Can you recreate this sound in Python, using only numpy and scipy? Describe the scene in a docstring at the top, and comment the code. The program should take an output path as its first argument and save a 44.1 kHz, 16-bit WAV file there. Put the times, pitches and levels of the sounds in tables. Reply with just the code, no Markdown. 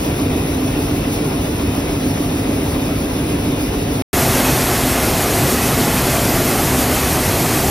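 """A knitting mill at work, heard from two spots in turn.
First, close to a circular knitting machine, its drive drones and knocks, its cams clatter, steel
parts resonate and its needles hiss in quick swells. At about 4 s comes a short silence.
Then, out on the floor, the whole hall roars and hisses, brighter, with a thin whine.
Near the end the hall's drone sinks."""
import sys
import numpy as np
from scipy import signal
from scipy.fft import rfft, irfft, next_fast_len
from scipy.io import wavfile
from scipy.ndimage import uniform_filter1d, map_coordinates

SR = 44100
rng = np.random.default_rng(int(sys.argv[2]) if len(sys.argv) > 2 else 0)


def unload_audio(sound):
    """Save the sound as a 16-bit wav file, at the path given as the first command line argument."""
    columns = np.transpose(np.atleast_2d(sound))
    # keep every value between -1 and 1, then stretch to whole-number steps
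    steps = np.round(np.clip(columns, -1, 1) * 32767)
    wavfile.write(sys.argv[1], SR, steps.astype(np.int16))


N = 339570
TIME = np.arange(N) / SR
NEAR_END_S, HALL_START_S = 4.022, 4.131
TURN_HZ, HALL_TURN_HZ = 7.042, 3.294  # rotation of the near drive and the hall's loudest drive

# Likeness of the left and right noise: (frequency [Hz], coherence [0-1])
NEAR_COHERENCE = [(60, 1), (160, .997), (280, .985), (420, .85), (560, .4), (1000, .28), (2000, .55),
                  (4600, .38), (5350, .75), (6100, .58), (6600, 1)]
HALL_COHERENCE = [(1000, 1), (10000, 1)]
# Noise that repeats with each turn: (frequency [Hz], share of power [0-1])
NEAR_PERIODIC = [(200, .08), (400, .2), (650, .3), (1200, .14), (2200, .02)]
HALL_PERIODIC = [(130, .22), (400, .15), (700, .1), (1500, .01)]


def near_machine(song):
    """Amplitude modulation: the turning cylinder pulses the hiss, and the cams flutter."""
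    turning_db = swell(6.42, peak_s=2.075) + .45 * swell(3.21, peak_s=2.09) + .3 * wobble(11)
    needles = near_needles(turning_db)
    flutter_db = .7 * swell(2 * TURN_HZ, peak_s=2.034) + .3 * swell(TURN_HZ, peak_s=2.04)
    flutter_db += .3 * wobble(45)
    # Steel resonances: (frequency [Hz], bandwidth [Hz], level [dB])
    resonances = [(872, 25, -50), (972, 30, -49), (1066, 25, -50), (1315, 30, -53), (1975, 50, -55),
                  (2085, 25, -57), (2290, 25, -55.5), (2490, 30, -56), (2548, 25, -57), (2605, 25, -58),
                  (3495, 40, -59), (3775, 35, -56), (5660, 40, -59)]
    steel = amp(.4 * flutter_db + .4 * turning_db) * (rings(resonances, waver_db=2.1) + song)
    return filtered(needles + cams(flutter_db) + near_drive(), stereo_spread) + steel


def near_needles(turning_db):
    """Incoherent summation: hundreds of needles merge into one hiss."""
    # Hiss spectrum: (frequency [Hz], density level [dB])
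    spectrum = [(2500, -85), (4200, -74.3), (4650, -75.7), (5050, -71.5), (5600, -71.2), (6400, -73.5),
                (8500, -75.3), (10600, -71.3), (11800, -73.8), (12400, -70.5), (14100, -71.5),
                (15400, -75.5)]
    # Swells and dips of the hiss: (time [s], level [dB])
    accents = [(.05, 2.4), (.28, -1.2), (.84, 1), (1.14, 2.2), (3.38, -1), (3.62, 1.2)]
    level_db = .95 * turning_db + humps(accents, half_s=.04) + .3 * wobble(40)
    return amp(level_db) * rush(spectrum, NEAR_COHERENCE, patchy_db=2)


def cams(flutter_db):
    """Impact noise: dense contacts at the cams blend into a clatter."""
    # Clatter spectrum: (frequency [Hz], density level [dB])
    spectrum = [(350, -80), (680, -55.2), (900, -61), (1250, -64), (1700, -68), (2100, -66.5),
                (2600, -63.7), (3300, -68.5), (3680, -68), (3900, -73), (4500, -75), (8000, -100)]
    contacts = churn(TURN_HZ, NEAR_PERIODIC)
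    return amp(flutter_db - .3) * rush(spectrum, NEAR_COHERENCE, patchy_db=1.6, noise=contacts)


def near_drive():
    """Forced vibration: the rotating drive rumbles, hums, knocks and drones."""
    # Rumble spectrum: (frequency [Hz], density level [dB])
    spectrum = [(20, -75), (30, -61), (42, -45.8), (70, -45.7), (110, -46.8), (180, -48.6), (270, -47.6),
                (325, -50.3), (400, -48.8), (480, -51.2), (540, -54.5), (700, -59.5), (1200, -90)]
    # Motor and gear tones: (frequency [Hz], level [dB])
    tones = [(62.2, -40), (67.8, -39), (77.5, -41), (105.6, -36.5), (115.4, -39.5), (216, -41),
             (246.5, -39), (302.8, -39), (331, -41), (372.9, -40.5), (422.5, -42), (563.4, -47),
             (598.6, -48)]
    rumble = rush(spectrum, NEAR_COHERENCE, patchy_db=.5, noise=churn(TURN_HZ, NEAR_PERIODIC))
    return rumble + hum(tones, waver_hz=2.51) + knocks(scatter_db=1.5) + drone(rest_db=-30.2)


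def knocks(scatter_db, attack_s=.005):
    """Impulse response: the blows of each turn excite damped modes of the frame and casing."""
    # Blows of one turn: (time [s], frame level [dB], casing level [dB])
    pattern = [(2.0092, -21.8, -24.3), (2.0354, -15.8, -31), (2.0592, -10.6, -18.7), (2.1009, -15.2, -17.6)]
    # Modes of each body: (frequency [Hz], level [dB], 60 dB decay time [s])
    frame = [(281.7, 1.2, .11), (410, -19, .12)]
    casing = [(99, -2.2, .17), (151.6, -.5, .2)]
    t = np.arange(SR // 3) / SR
    turns_s = np.arange(-16, 16) / TURN_HZ
    onset = 1 - np.exp(-t / attack_s)
    out = np.zeros(N)
    for s, frame_db, casing_db in pattern:
        ringing = sum(amp(body_db + db - 60 * t / t60) * np.sin(2 * np.pi * hz * t)
                      for body_db, modes in [(frame_db, frame), (casing_db, casing)]
                      for hz, db, t60 in modes)
        times = s + turns_s
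        strengths = amp(scatter_db * rng.standard_normal(len(times)))
        blows = np.bincount((times[times > 0] * SR).astype(int), strengths[times > 0], N)
        out += signal.fftconvolve(blows, onset * ringing)[:N]
    return out


def drone(rest_db, pitch_hz=257.8):
    """Amplitude modulation: a motor's tone throbs at uneven moments."""
    # Throbs and lulls: (time [s], level [dB])
    throbs = [(.06, -5), (.27, 8), (.6, 8), (.9, 6), (1.08, -8), (1.6, 3), (2.02, 3), (2.31, 7), (2.55, 2),
              (2.76, 7), (4.0, 6), (4.38, 6), (4.62, 5), (4.9, 6), (5.78, 5), (6.37, 4), (6.77, 8)]
    return amp(humps(throbs, half_s=.09)) * hum([(pitch_hz, rest_db)])


def singing_steel(half_s=.065):
    """Resonance: steel parts sing out briefly, each on one slightly unsteady pitch."""
    # Bursts of tone: (time [s], frequency [Hz], level [dB])
    bursts = [(.33, 3790, -51), (.35, 2575, -43.5), (.41, 2480, -45), (.7, 2555, -42), (.83, 2550, -43),
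              (.98, 2610, -44), (1.04, 2665, -46), (1.75, 2585, -48), (1.91, 3775, -48), (2.45, 2495, -44),
              (2.6, 3780, -52), (3.0, 3770, -52), (3.32, 2495, -42), (3.47, 2290, -44), (3.56, 2470, -44),
              (3.79, 2560, -46.5), (3.84, 3775, -46), (4.49, 2535, -35), (7.23, 2190, -40)]
    jitter_rad = .5 * wobble(45)
    return sum(np.sqrt(2) * amp(db) * bell(TIME, s, half_s) * np.sin(2 * np.pi * hz * TIME + jitter_rad)
               for s, hz, db in bursts)


def hall(song, top_hz=14120):
    """Superposition: many machines add up to a roar that opens with a brief surge."""
    surge_db = 1.1 * (1 - ramp(TIME, start=4.48, length=.22))
    machines = hall_needles() + hall_clatter(song) + hall_drives()
    return filtered(amp(surge_db) * machines, lambda hz: hz < top_hz)


def hall_needles():
    """Beating: two machines at slightly different speeds pulse the hiss in and out of step."""
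    # Hiss spectrum: (frequency [Hz], density level [dB])
    spectrum = [(2500, -77.5), (4200, -64), (6000, -62.5), (8400, -63.5), (9500, -62.5), (11000, -62.5),
                (12500, -61.0), (13600, -61.5)]
    # Flares and dips of the hiss: (time [s], level [dB])
    flares = [(6.81, 1.2), (6.9, -.9), (7.18, -.7)]
    beat_db = .45 * swell(6.22, peak_s=5.838) + .5 * swell(6.86, peak_s=5.945)
    level_db = beat_db + humps(flares, half_s=.03) - .2 + .23 * wobble(18)
    return amp(level_db) * rush(spectrum, HALL_COHERENCE, patchy_db=1.5)


def hall_clatter(song, fade_db_per_s=.1):
    """Attenuation with distance: clatter and ringing fade slightly as the microphone backs away."""
    # Clatter spectrum: (frequency [Hz], density level [dB])
    spectrum = [(350, -77), (600, -51.8), (690, -49.8), (790, -51), (950, -55.3), (1200, -54.8),
                (1600, -58.5), (2000, -57), (2350, -60), (3100, -61.5), (4500, -68.5), (8000, -88)]
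    # Steel resonances: (frequency [Hz], bandwidth [Hz], level [dB])
    resonances = [(1165, 35, -42.5), (1420, 40, -46), (2003, 60, -45), (2552, 35, -39.5), (9790, 6, -42)]
    clatter = rush(spectrum, HALL_COHERENCE, patchy_db=1.3, noise=churn(HALL_TURN_HZ, HALL_PERIODIC))
    steel = clatter + rings(resonances, waver_db=1.5) + song
    return amp(.35 * wobble(30) - fade_db_per_s * (TIME - HALL_START_S)) * steel


def hall_drives():
    """Forced vibration: the hall's motors rumble and hum, and their drone sinks near the end."""
    # Rumble spectrum: (frequency [Hz], density level [dB])
    spectrum = [(20, -69), (30, -60.5), (42, -47.6), (65, -45.8), (130, -43.7), (165, -44.3), (186, -49),
                (205, -49), (228, -45.5), (255, -46.3), (290, -45.6), (330, -47), (385, -46.6),
                (480, -50.7), (590, -53), (700, -55), (1200, -86)]
    # Motor and gear tones: (frequency [Hz], level [dB])
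    tones = [(65.8, -32.8), (105.9, -38), (131.8, -33), (191.1, -37), (241.5, -35), (250.4, -35.5)]
    # Swells of the roar: (time [s], level [dB])
    swells = [(5.47, 1.3), (6.37, 1.5)]
    rumble = rush(spectrum, HALL_COHERENCE, patchy_db=.6, noise=churn(HALL_TURN_HZ, HALL_PERIODIC))
    motors = rumble + hum(tones, waver_db=1.3) + chugging()
    droning = drone(rest_db=-32.5) + amp(-35) * ring(centre_hz=248, width_hz=12)
    sinking_db = -9 * ramp(TIME, start=6.85, length=.5)
    return amp(humps(swells, half_s=.1)) * (motors + amp(sinking_db) * droning)


def chugging(turn_hz=7.32, depth_db=5):
    """Periodic modulation: one machine's gear tone and frame resonance swell with every turn."""
    gear = hum([(372.9, -35.5)], drift_rad=.2)
    frame = amp(-38) * ring(centre_hz=385, width_hz=50)
    return amp(depth_db * swell(turn_hz, peak_s=5.929)) * (gear + frame)


def hum(tones, waver_db=1, drift_rad=.25, waver_hz=2.5):
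    """Rotational harmonics of shafts and gears: changing load modulates their level and phase."""
    out = np.zeros(N)
    for hz, db in tones:
        peak = np.sqrt(2) * amp(db + waver_db * wobble(waver_hz))
        phase = 2 * np.pi * (hz * TIME + rng.random()) + drift_rad * wobble(waver_hz)
        out += peak * np.sin(phase)
    return out


def rings(resonances, waver_db):
    """Random excitation: rattled steel parts ring in narrow bands that swell and fade."""
    return sum(amp(db + waver_db * wobble(6)) * ring(hz, width) for hz, width, db in resonances)


def ring(centre_hz, width_hz):
    """A second-order resonator driven by white noise, scaled to rms 1."""
    response = lambda hz: 1j * hz * width_hz / (centre_hz ** 2 - hz ** 2 + 1j * hz * width_hz)
    return unit(filtered(rng.standard_normal(N), response))


def churn(turn_hz, periodic):
    """Partial periodicity: countless contacts make white noise, and a share recurs every turn."""
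    size = round(SR / turn_hz)
    one_turn = unit(irfft(np.exp(2j * np.pi * rng.random((2, size // 2 + 1))), size))
    share = lambda hz: np.clip(along(periodic, hz), 0, 1)
    recurring = filtered(one_turn[:, np.arange(N) % size], lambda hz: np.sqrt(share(hz)))
    return recurring + filtered(rng.standard_normal((2, N)), lambda hz: np.sqrt(1 - share(hz)))


def rush(spectrum, coherence, patchy_db, noise=None):
    """Spectral shaping of two-channel noise; narrow patches of colour come and go as parts ring."""
    cells = signal.stft(rng.standard_normal((2, N)) if noise is None else noise, nperseg=1024)[2]
    patches = uniform_filter1d(rng.standard_normal(cells.shape[1:]), size=3, axis=0)
    patches = unit(uniform_filter1d(patches, size=5, axis=1))
    pair = signal.istft(cells * amp(patchy_db * patches), nperseg=1024)[1][:, :N]
    angle = lambda hz: np.arccos(np.clip(along(coherence, hz), 0, 1)) / 2
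    response = lambda hz: amp(along(spectrum, hz)) * [np.cos(angle(hz)), np.sin(angle(hz))]
    mid, side = filtered(unit(pair) * np.sqrt(SR / 2), response)
    return np.array([mid + side, mid - side])


def stereo_spread(hz):
    """Left and right differ in phase and level; treble bands sound alternately wide and centred."""
    # Stereo balance: (frequency [Hz], left minus right level [dB])
    balance = [(130, 0), (440, -1.5), (650, 1), (1000, 4), (1800, 2.2), (3000, .1)]
    # each half turn of phase flips the treble between wide and centred
    first_hz, spacing_hz, width_hz = 6080, 2980, 1150
    flips = [ramp(hz, first_hz + k * spacing_hz - width_hz / 2, width_hz) for k in range(4)]
    midrange_rad = .55 * (hz > 500) + 2.3 * bell(hz, 2850, 700)  # one band of the cams is very wide
    left_lead_rad = midrange_rad * (1 - flips[0]) + np.pi * sum(flips)
    return np.exp(np.outer([.5j, -.5j], left_lead_rad)) * amp(np.outer([.5, -.5], along(balance, hz)))


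def swell(rate_hz, peak_s):
    """Sinusoidal modulation by a turning part, with a crest at peak_s."""
    return np.cos(2 * np.pi * rate_hz * (TIME - peak_s))


def humps(rows, half_s):
    """A level curve with one Gaussian hump for each (time [s], level [dB]) row."""
    return sum(db * bell(TIME, s, half_s) for s, db in rows)


def bell(x, centre, half_width):
    """A Gaussian that falls to 1/e at half_width from its centre."""
    return np.exp(-((x - centre) / half_width) ** 2)


def ramp(x, start, length):
    """A linear rise from 0 to 1."""
    return np.clip((x - start) / length, 0, 1)


def wobble(rate):
    """A smooth random curve, rate knots a second."""
    return map_coordinates(rng.standard_normal(1024), [TIME * rate + 2], mode="wrap")


def filtered(x, response):
    """Linear filtering: the spectrum of x times a complex response."""
    size = next_fast_len(N + 8192)
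    return irfft(rfft(x, size) * response(np.fft.rfftfreq(size, 1 / SR)), size)[..., :N]


def along(points, hz):
    """Interpolation of (frequency [Hz], value) points on a log axis."""
    knots_hz, values = np.transpose(points)
    return np.interp(np.log(hz + 1), np.log(knots_hz), values)


def amp(db):
    """Decibels to gain."""
    return 10 ** (np.asarray(db) / 20)


def unit(x):
    """Scale to rms 1."""
    return x / np.sqrt(np.mean(x ** 2))


def scene():
    """Hard gating: the near machine, a short silence, then the hall."""
    song = singing_steel()
    return near_machine(song) * (TIME < NEAR_END_S) + hall(song) * (TIME > HALL_START_S)


def record(dry):
    """Band limiting: a steep low-pass removes the highest treble."""
    cutoff_hz = 15700
    return filtered(dry, lambda hz: 1 / (1 + (hz / cutoff_hz) ** 200))


dry = scene()
out = record(dry)
unload_audio(out)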